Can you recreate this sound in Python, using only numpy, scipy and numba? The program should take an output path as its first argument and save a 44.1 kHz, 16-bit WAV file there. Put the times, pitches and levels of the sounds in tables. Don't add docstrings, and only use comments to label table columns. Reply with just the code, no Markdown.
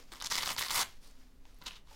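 import sys
import numpy as np
from scipy import signal
from scipy.fft import rfft, irfft
from scipy.io import wavfile
from scipy.ndimage import uniform_filter1d
from numba import njit

SR = 44100
rng = np.random.default_rng(int(sys.argv[2]) if len(sys.argv) > 2 else 0)


def dump(signal):
    limited = np.clip(np.atleast_2d(signal).T, -1, 1)
    pcm = np.round(limited * 32767).astype(np.int16)
    wavfile.write(sys.argv[1], SR, pcm)


def to_linear_factor(level_db):
    exponent = np.asarray(level_db, float) / 20
    return 10 ** exponent


N = 85995

# time_s, level_db, thump_db, tick_db, hooks_per_ms
PULL_START = [
    (.115, -49, -16, -3, 0.24),
    (.125, -51.5, 0.5, 2.5, 0.44),
    (.19, -57.5, -8, -9, 1),
    (.26, -43, -3, -12, 0.86),
    (.288, -67, -21, -15.5, 0.84),
]
PULL_RISE = [
    (.3, -36, -13, -10, 1.4),
    (.33, -34.5, -16, -9.5, 1.8),
    (0.391, -34.5, -11, -6, 2.44),
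    (.45, -42, -9, -6, 1.66),
    (0.482, -36, -7.5, -3.5, 2.96),
    (0.52, -33.5, -5.5, -10, 2.2),
    (.552, -74, -3, 27, 0.93),
]
PULL_PEAK = [
    (0.558, -60, 12, -11, 1),
    (0.588, -39.5, -16, 5.5, 1.6),
    (.63, -38.5, -9, -5.5, 3.5),
    (0.692, -42.5, -8, 1.5, 0.54),
    (0.711, -34.5, -9, -2, 2.2),
    (.755, -31.5, -4, 1, 3.6),
    (0.824, -28.5, -7, -7, 2.9),
    (0.833, -28.5, -13.5, -17, 6.8),
]
PULL_LATE = [
    (1.61, -68, 14, 3, 1.35),
    (1.652, -59.5, -1.5, -8, 2.2),
    (1.664, -36, -12.5, -18.5, 12),
    (1.677, -37, -12.5, -14, 6.2),
    (1.692, -52.5, -6.5, -9.5, 3.3),
    (1.771, -52, -13, -25, 1.96),
    (1.8, -75, 0, -17, 2.3),
]
# peak_s, peak_db, ring_hz, thump_db
POPS_EARLY = [(0.1199, -34, 3770, -13), (0.1211, -45, 3880, -10), (0.123, -40, 4160, -8),
              (0.1271, -39, 3660, -9), (0.1368, -40, 4630, -5), (0.1483, -41, 4110, -15),
              (0.1573, -39, 4180, -13), (0.1709, -44, 4070, -8), (0.1786, -46, 3980, -9),
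              (0.2017, -34, 3940, -15), (0.2073, -35, 3620, -17), (0.2141, -26, 4290, -13),
              (0.2228, -30, 5060, -11), (0.2241, -26, 5840, -14), (0.2257, -31, 3880, -11),
              (0.2421, -28, 5320, -21), (0.246, -20, 5280, -20), (0.2473, -33, 4330, -9),
              (0.2548, -30, 5400, -19), (0.2571, -26, 5380, -23), (0.26, -20, 5360, -26),
              (0.2639, -25, 5880, -20), (0.2654, -28, 3900, -19), (0.2705, -20, 5450, -23),
              (0.3028, -24, 5280, -25), (0.3066, -29, 4630, -17), (0.3124, -24, 4910, -16),
              (0.3141, -22, 5580, -13), (0.3154, -26, 5560, -10), (0.3168, -26, 4840, -15),
              (0.3198, -25, 4050, -8), (0.3223, -20, 5250, -17), (0.3253, -19, 4890, -17),
              (0.3362, -23, 5190, -16), (0.3434, -27, 5170, -17), (0.3461, -24, 4840, -17),
              (0.348, -25, 4440, -17), (0.3549, -15, 4870, -17), (0.3649, -25, 8530, -15),
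              (0.3663, -25, 5080, -15), (0.377, -24, 4330, -13), (0.3793, -25, 3940, -15),
              (0.3817, -23, 6160, -11)]
POPS_LATER = [(0.3863, -25, 3380, -12), (0.4084, -27, 3510, -15), (0.4106, -27, 4110, -13),
              (0.4146, -28, 5060, -11), (0.4234, -26, 4740, -10), (0.4315, -26, 4480, -10),
              (0.4344, -26, 4260, -14), (0.4375, -23, 4740, -13), (0.4602, -23, 4610, -18),
              (0.4677, -29, 4610, -18), (0.4703, -26, 4670, -12), (0.4745, -24, 2760, -6),
              (0.4765, -23, 5150, -7), (0.4846, -29, 4220, -9), (0.4917, -23, 3120, -10),
              (0.507, -28, 4890, -13), (0.509, -27, 5320, -5), (0.5176, -25, 4570, -13),
              (0.5289, -27, 4930, -19), (0.5648, -31, 4520, -10), (0.5765, -30, 4290, -10),
              (0.5807, -25, 4500, -14), (0.5838, -26, 3960, -10), (0.5861, -25, 4110, -13),
              (0.5934, -27, 4050, -16), (0.6038, -30, 3900, -13), (0.6093, -24, 4800, -14),
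              (0.611, -23, 3250, -9), (0.618, -22, 4260, -18), (0.6227, -24, 4260, -12),
              (0.6258, -21, 4410, -10), (0.636, -25, 5230, -14), (0.638, -29, 4350, -7),
              (0.6485, -29, 4410, -10), (0.6617, -29, 4410, -13), (0.6646, -27, 5080, -14),
              (0.6841, -26, 4570, -21), (0.688, -30, 4220, -16), (0.6961, -32, 2970, -5),
              (0.6981, -32, 4460, -12), (0.6994, -30, 3360, -21), (0.7075, -23, 4110, -16),
              (0.712, -24, 3920, -9)]
# start_s, peak_db, thump_db
SNAPS = [
    (.4585, -24, -18.5),
    (.7055, -23.5, -15.5),
    (.7095, -31.5, -12),
]
# start_s, peak_db, thump_db, ring_hz
KNOCKS = [
    (1.6160, -45, -14, 4080),
    (1.6220, -46, -8, 3480),
    (1.709, -40, -24, 2880),
    (1.7575, -43, -21, 3240),
    (1.8728, -55, -11, 4000),
    (1.8838, -55, -8, 3650),
]
# time_s, ring_hz, upper_mode_db
HOOK_RING = [(.1, 4030, -2), (.25, 5270, -3.5), (.4, 4760, 4.5), (.47, 4930, -4.5), (.62, 4460, 1.5),
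             (.8, 4900, -3.5), (1.6, 4010, -8.5)]
# mode_hz, ring_cycles, level_db
STRAP_MODES = [(1078, 8, -4.5), (2033, 20.1, -10)]
# start_s, level_db, ring_hz, ring_cycles
BUMPS = [(0.121, -43, 330, 9.8), (0.861, -48.5, 90, 10), (1.1118, -43, 7200, 11), (1.4538, -28, 2550, 2.9),
         (1.4540, -40, 5160, 6.3), (1.4536, -44.5, 910, 8.3), (1.545, -49, 10600, 23),
         (1.587, -49, 14000, 30), (1.62, -42.5, 200, 5.5), (1.638, -42, 14000, 37), (1.912, -53.5, 876, 89)]
# band_hz, t60_s
ROOM_T60 = [(300, 0.33), (1000, 0.18), (3000, 0.26), (7000, 0.06), (13000, 0.17)]
# time_s, level_db
HANDS = [(0, -58), (.06, -67), (.11, -65), (.2, -62), (.9, -59), (0.999, -73.5), (1.04, -62), (1.1, -65.5),
         (1.14, -69), (1.231, -67.5), (1.4, -84), (1.47, -69), (1.6, -70), (1.778, -64.5), (1.84, -83),
         (1.9, -60), (1.95, -59.5)]
# freq_hz, density_db
CLOTH = [(240, -12), (400, -2), (1740, -5), (3240, -6), (4600, -4), (6800, -8.5), (7800, -13.5),
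         (15000, -18.5)]
# freq_hz, density_db
SLEEVE_SHEEN = [(3000, -12), (4500, 0), (7000, -12), (9500, -5), (13000, -16)]
# freq_hz, density_db
AIR_COLOUR = [(4.7, -52), (8.0, 14.5), (69, -9.5), (95, -16.5), (232, -20), (361, -27.5), (397, -24),
              (774, -31.5), (15800, -50.5)]

HOOK_SPREAD, HOOK_CYCLES, SWELL_CYCLES = 0.26, 7.4, 0.97
TICK_HZ, TICK_CYCLES = 10040, 12.6
STRAP_SPREAD = 0.1
BENCH_HZ, BENCH_CYCLES, BENCH_DB = 330, 9.9, -30
SIZE_SPREAD_DB = 3
SWARM_HZ, SWARM_DB, SWARM_GAIN_DB = 146.6, 2.06, -3
POP_GAIN_DB, POP_ECHO_DB, POP_THUMP_DB, POP_TICK_DB, POP_MS = 4, -11, 3, -15, 1.6
SNAP_GAIN_DB, FOLLOW_DB, SWARM_MS = 3, -3, 4.5
SNAP_TICK_DB, KNOCK_TICK_DB = -11, -18
SHAKE_HZ, SHAKE_DB = 133, -25.5
ROOM_DB, ROOM_GAP_S = -10.5, 0.0019
SLEEVE_MID_S, SLEEVE_HALF_S, SLEEVE_DB = 1.063, 0.045, -65
AIR_DB = -53
HUM_HZ, HUM_WIDTH_HZ, HUM_DB, HUM_FADES_S = 262.4, 100, -70.5, 1.3


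def tear(pull, swarm):
    p = np.array(pull, float)
    slots = 1600
    jitter, chance, strength = rng.random((slots, 3)).T
    at = (np.round(p[0, 0] * 10) * 400 - 300 + np.arange(slots) + jitter) / 4000
    level_db, thump_db, tick_db, per_ms = (np.interp(at, p[:, 0], p[:, k]) for k in (1, 2, 3, 4))
    share = np.clip(per_ms / 4, .05, 1)
    released = np.clip((share - chance) * 10, 0, 1)
    size = released * to_linear_factor(-SIZE_SPREAD_DB * np.log(1 - .9 * strength)) / np.sqrt(share)
    swarm_now = swarm[np.minimum(at * SR, N - 1).astype(int)]
    size = size * to_linear_factor(level_db + SWARM_GAIN_DB + SWARM_DB * swarm_now)
    inside = (at > p[0, 0]) * (at < p[-1, 0])
    return hooks(at, size * inside, hook_hz(at), thump_db, tick_db, HOOK_SPREAD)


def followers(events, count):
    return (rng.random((events, count)) * (np.arange(count) > 0)).ravel()


def pops(table, count=3):
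    peak_s, db, hz, thump_db = np.repeat(np.array(table, float), count, axis=0).T
    late = followers(len(table), count)
    size = to_linear_factor(db + POP_GAIN_DB + POP_ECHO_DB * (late > 0))
    at = peak_s - SWELL_CYCLES / hz + late * POP_MS / 1000
    return hooks(at, size, hz, thump_db + POP_THUMP_DB, POP_TICK_DB, HOOK_SPREAD * (late > 0))


def snaps(table, tick_db, wide, count=8):
    e = np.repeat(np.array(table, float), count, axis=0)
    late = followers(len(table), count)
    follow_db = FOLLOW_DB - 11.0 * late + 1.1 * rng.standard_normal(len(e))
    size = to_linear_factor(e[:, 1] + SNAP_GAIN_DB + (late > 0) * follow_db)
    at = e[:, 0] + late * SWARM_MS / 1000
    hz = e[:, 3] if e.shape[1] > 3 else hook_hz(at)
    spread = HOOK_SPREAD * np.where(late > 0, 1, .3) * wide
    return hooks(at, size, hz, e[:, 2] + 8, tick_db, spread)


def hooks(at, size, hz, thump_db, tick_db, spread):
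    c = rng.standard_normal((len(at), 11)).T
    one = np.ones(len(at))
    size = 2 * size * np.sign(c[0])

    def part(part_hz, cycles, db):
        return ring(at, np.minimum(part_hz, SR / 3), cycles * one, size * to_linear_factor(db), SWELL_CYCLES, N, SR)

    out = part(hz * np.exp(spread * c[10]), HOOK_CYCLES * np.exp(0.29 * c[1]), 0 * one)
    out = out + part(TICK_HZ * np.exp(0.42 * c[2]), TICK_CYCLES, tick_db + 3 * c[3])
    time_s, _, upper_db = np.array(HOOK_RING, float).T
    for k, (mode_hz, cycles, db) in enumerate(STRAP_MODES):
        mode_db = thump_db + db + 3 * c[6 + k] + k * np.interp(at, time_s, upper_db)
        out = out + part(mode_hz * np.exp(STRAP_SPREAD / (k + 1) * c[4 + k]), cycles, mode_db)
    bench_db = thump_db + BENCH_DB + 3 * c[9]
    return out + part(BENCH_HZ * np.exp(0.33 * c[8]), BENCH_CYCLES, bench_db)


def hook_hz(at):
    time_s, hz, _ = np.array(HOOK_RING, float).T
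    return np.interp(at, time_s, hz)


@njit
def ring(at, hz, cycles, size, swell, n, sr):
    y = np.zeros(n)
    for g in range(len(at)):
        if size[g] == 0:
            continue
        i0 = int(at[g] * sr) + 1
        for i in range(max(i0, 0), min(n, i0 + int(cycles[g] * sr / hz[g]) + 2)):
            c = (i / sr - at[g]) * hz[g]
            envelope = min(c / swell, 1.) ** 2 * np.exp(-6.9 * c / cycles[g])
            y[i] += size[g] * envelope * np.sin(2 * np.pi * c)
    return y


def bumps():
    start_s, level_db, hz, cycles = np.array(BUMPS, float).T
    return ring(start_s.copy(), hz.copy(), cycles.copy(), to_linear_factor(level_db), SWELL_CYCLES, N, SR)


def shake(near):
    force = np.sqrt(np.abs(uniform_filter1d(near ** 2, SR // 20)))
    colour = [(20, -8), (SHAKE_HZ, 0), (3 * SHAKE_HZ, -22), (16000, -90)]
    return force * to_linear_factor(SHAKE_DB) * shade(rng.standard_normal(N), colour)


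def hands():
    time_s, level_db = np.array(HANDS, float).T
    grain = rng.standard_normal(N) * to_linear_factor(1.24 * walk(270) + 0.35 * walk(17.0))
    return shade(grain, CLOTH) * to_linear_factor(np.interp(np.arange(N) / SR, time_s, level_db))


def sleeve():
    shape = np.exp(-((np.arange(N) / SR - SLEEVE_MID_S) / SLEEVE_HALF_S) ** 6)
    grain = rng.standard_normal(N) * to_linear_factor(2.3 * walk(220))
    return shade(grain, SLEEVE_SHEEN) * to_linear_factor(SLEEVE_DB) * shape


def room(x):
    t, tail = np.arange(SR // 2) / SR, 0
    for hz, t60_s in ROOM_T60:
        edges_hz = [hz / 1.84, min(hz * 1.12, .45 * SR)]
        sos = signal.butter(2, edges_hz, "band", fs=SR, output="sos")
        band = signal.sosfilt(sos, rng.standard_normal(len(t)))
        tail = tail + band * to_linear_factor(-60 * t / t60_s)
    tail = tail * np.clip(t / ROOM_GAP_S, 0, 1) ** 2
    return signal.fftconvolve(x, tail / np.sqrt(np.sum(tail ** 2)))[:N]


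def air():
    hum_colour = [(HUM_HZ - HUM_WIDTH_HZ, -40), (HUM_HZ, 0), (HUM_HZ + HUM_WIDTH_HZ, -40)]
    hum = shade(rng.standard_normal(N), hum_colour)
    hum = hum * to_linear_factor(HUM_DB - 20 * np.clip(np.arange(N) / SR - HUM_FADES_S, 0, .5))
    return shade(rng.standard_normal(N), AIR_COLOUR) * to_linear_factor(AIR_DB + 0.61 * walk(4.7)) + hum


def shade(x, points):
    hz, db = np.array(points, float).T
    f = np.arange(len(x) // 2 + 1) * SR / len(x) + 1
    y = irfft(rfft(x) * to_linear_factor(np.interp(np.log(f), np.log(hz), db)), len(x))
    return y / np.std(y)


def walk(rate_hz):
    k = int(SR / rate_hz)
    w = uniform_filter1d(np.repeat(rng.standard_normal(N // k + 1), k), k)[:N]
    return w / np.std(w)


def scene():
    swarm = walk(SWARM_HZ)
    near = sum(tear(p, swarm) for p in (PULL_START, PULL_RISE, PULL_PEAK, PULL_LATE))
    near = near + pops(POPS_EARLY + POPS_LATER)
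    near = near + snaps(SNAPS, SNAP_TICK_DB, 0.39)
    near = near + snaps(KNOCKS, KNOCK_TICK_DB, .8)
    near = near + bumps()
    mix = near + to_linear_factor(ROOM_DB) * room(near) + hands() + sleeve() + air() + shake(near)
    return mix[None]


def band_limit(x):
    return signal.sosfilt(signal.butter(12, 15940, fs=SR, output="sos"), x)


def record(dry):
    return band_limit(dry)


dry = scene()
out = record(dry)
dump(out)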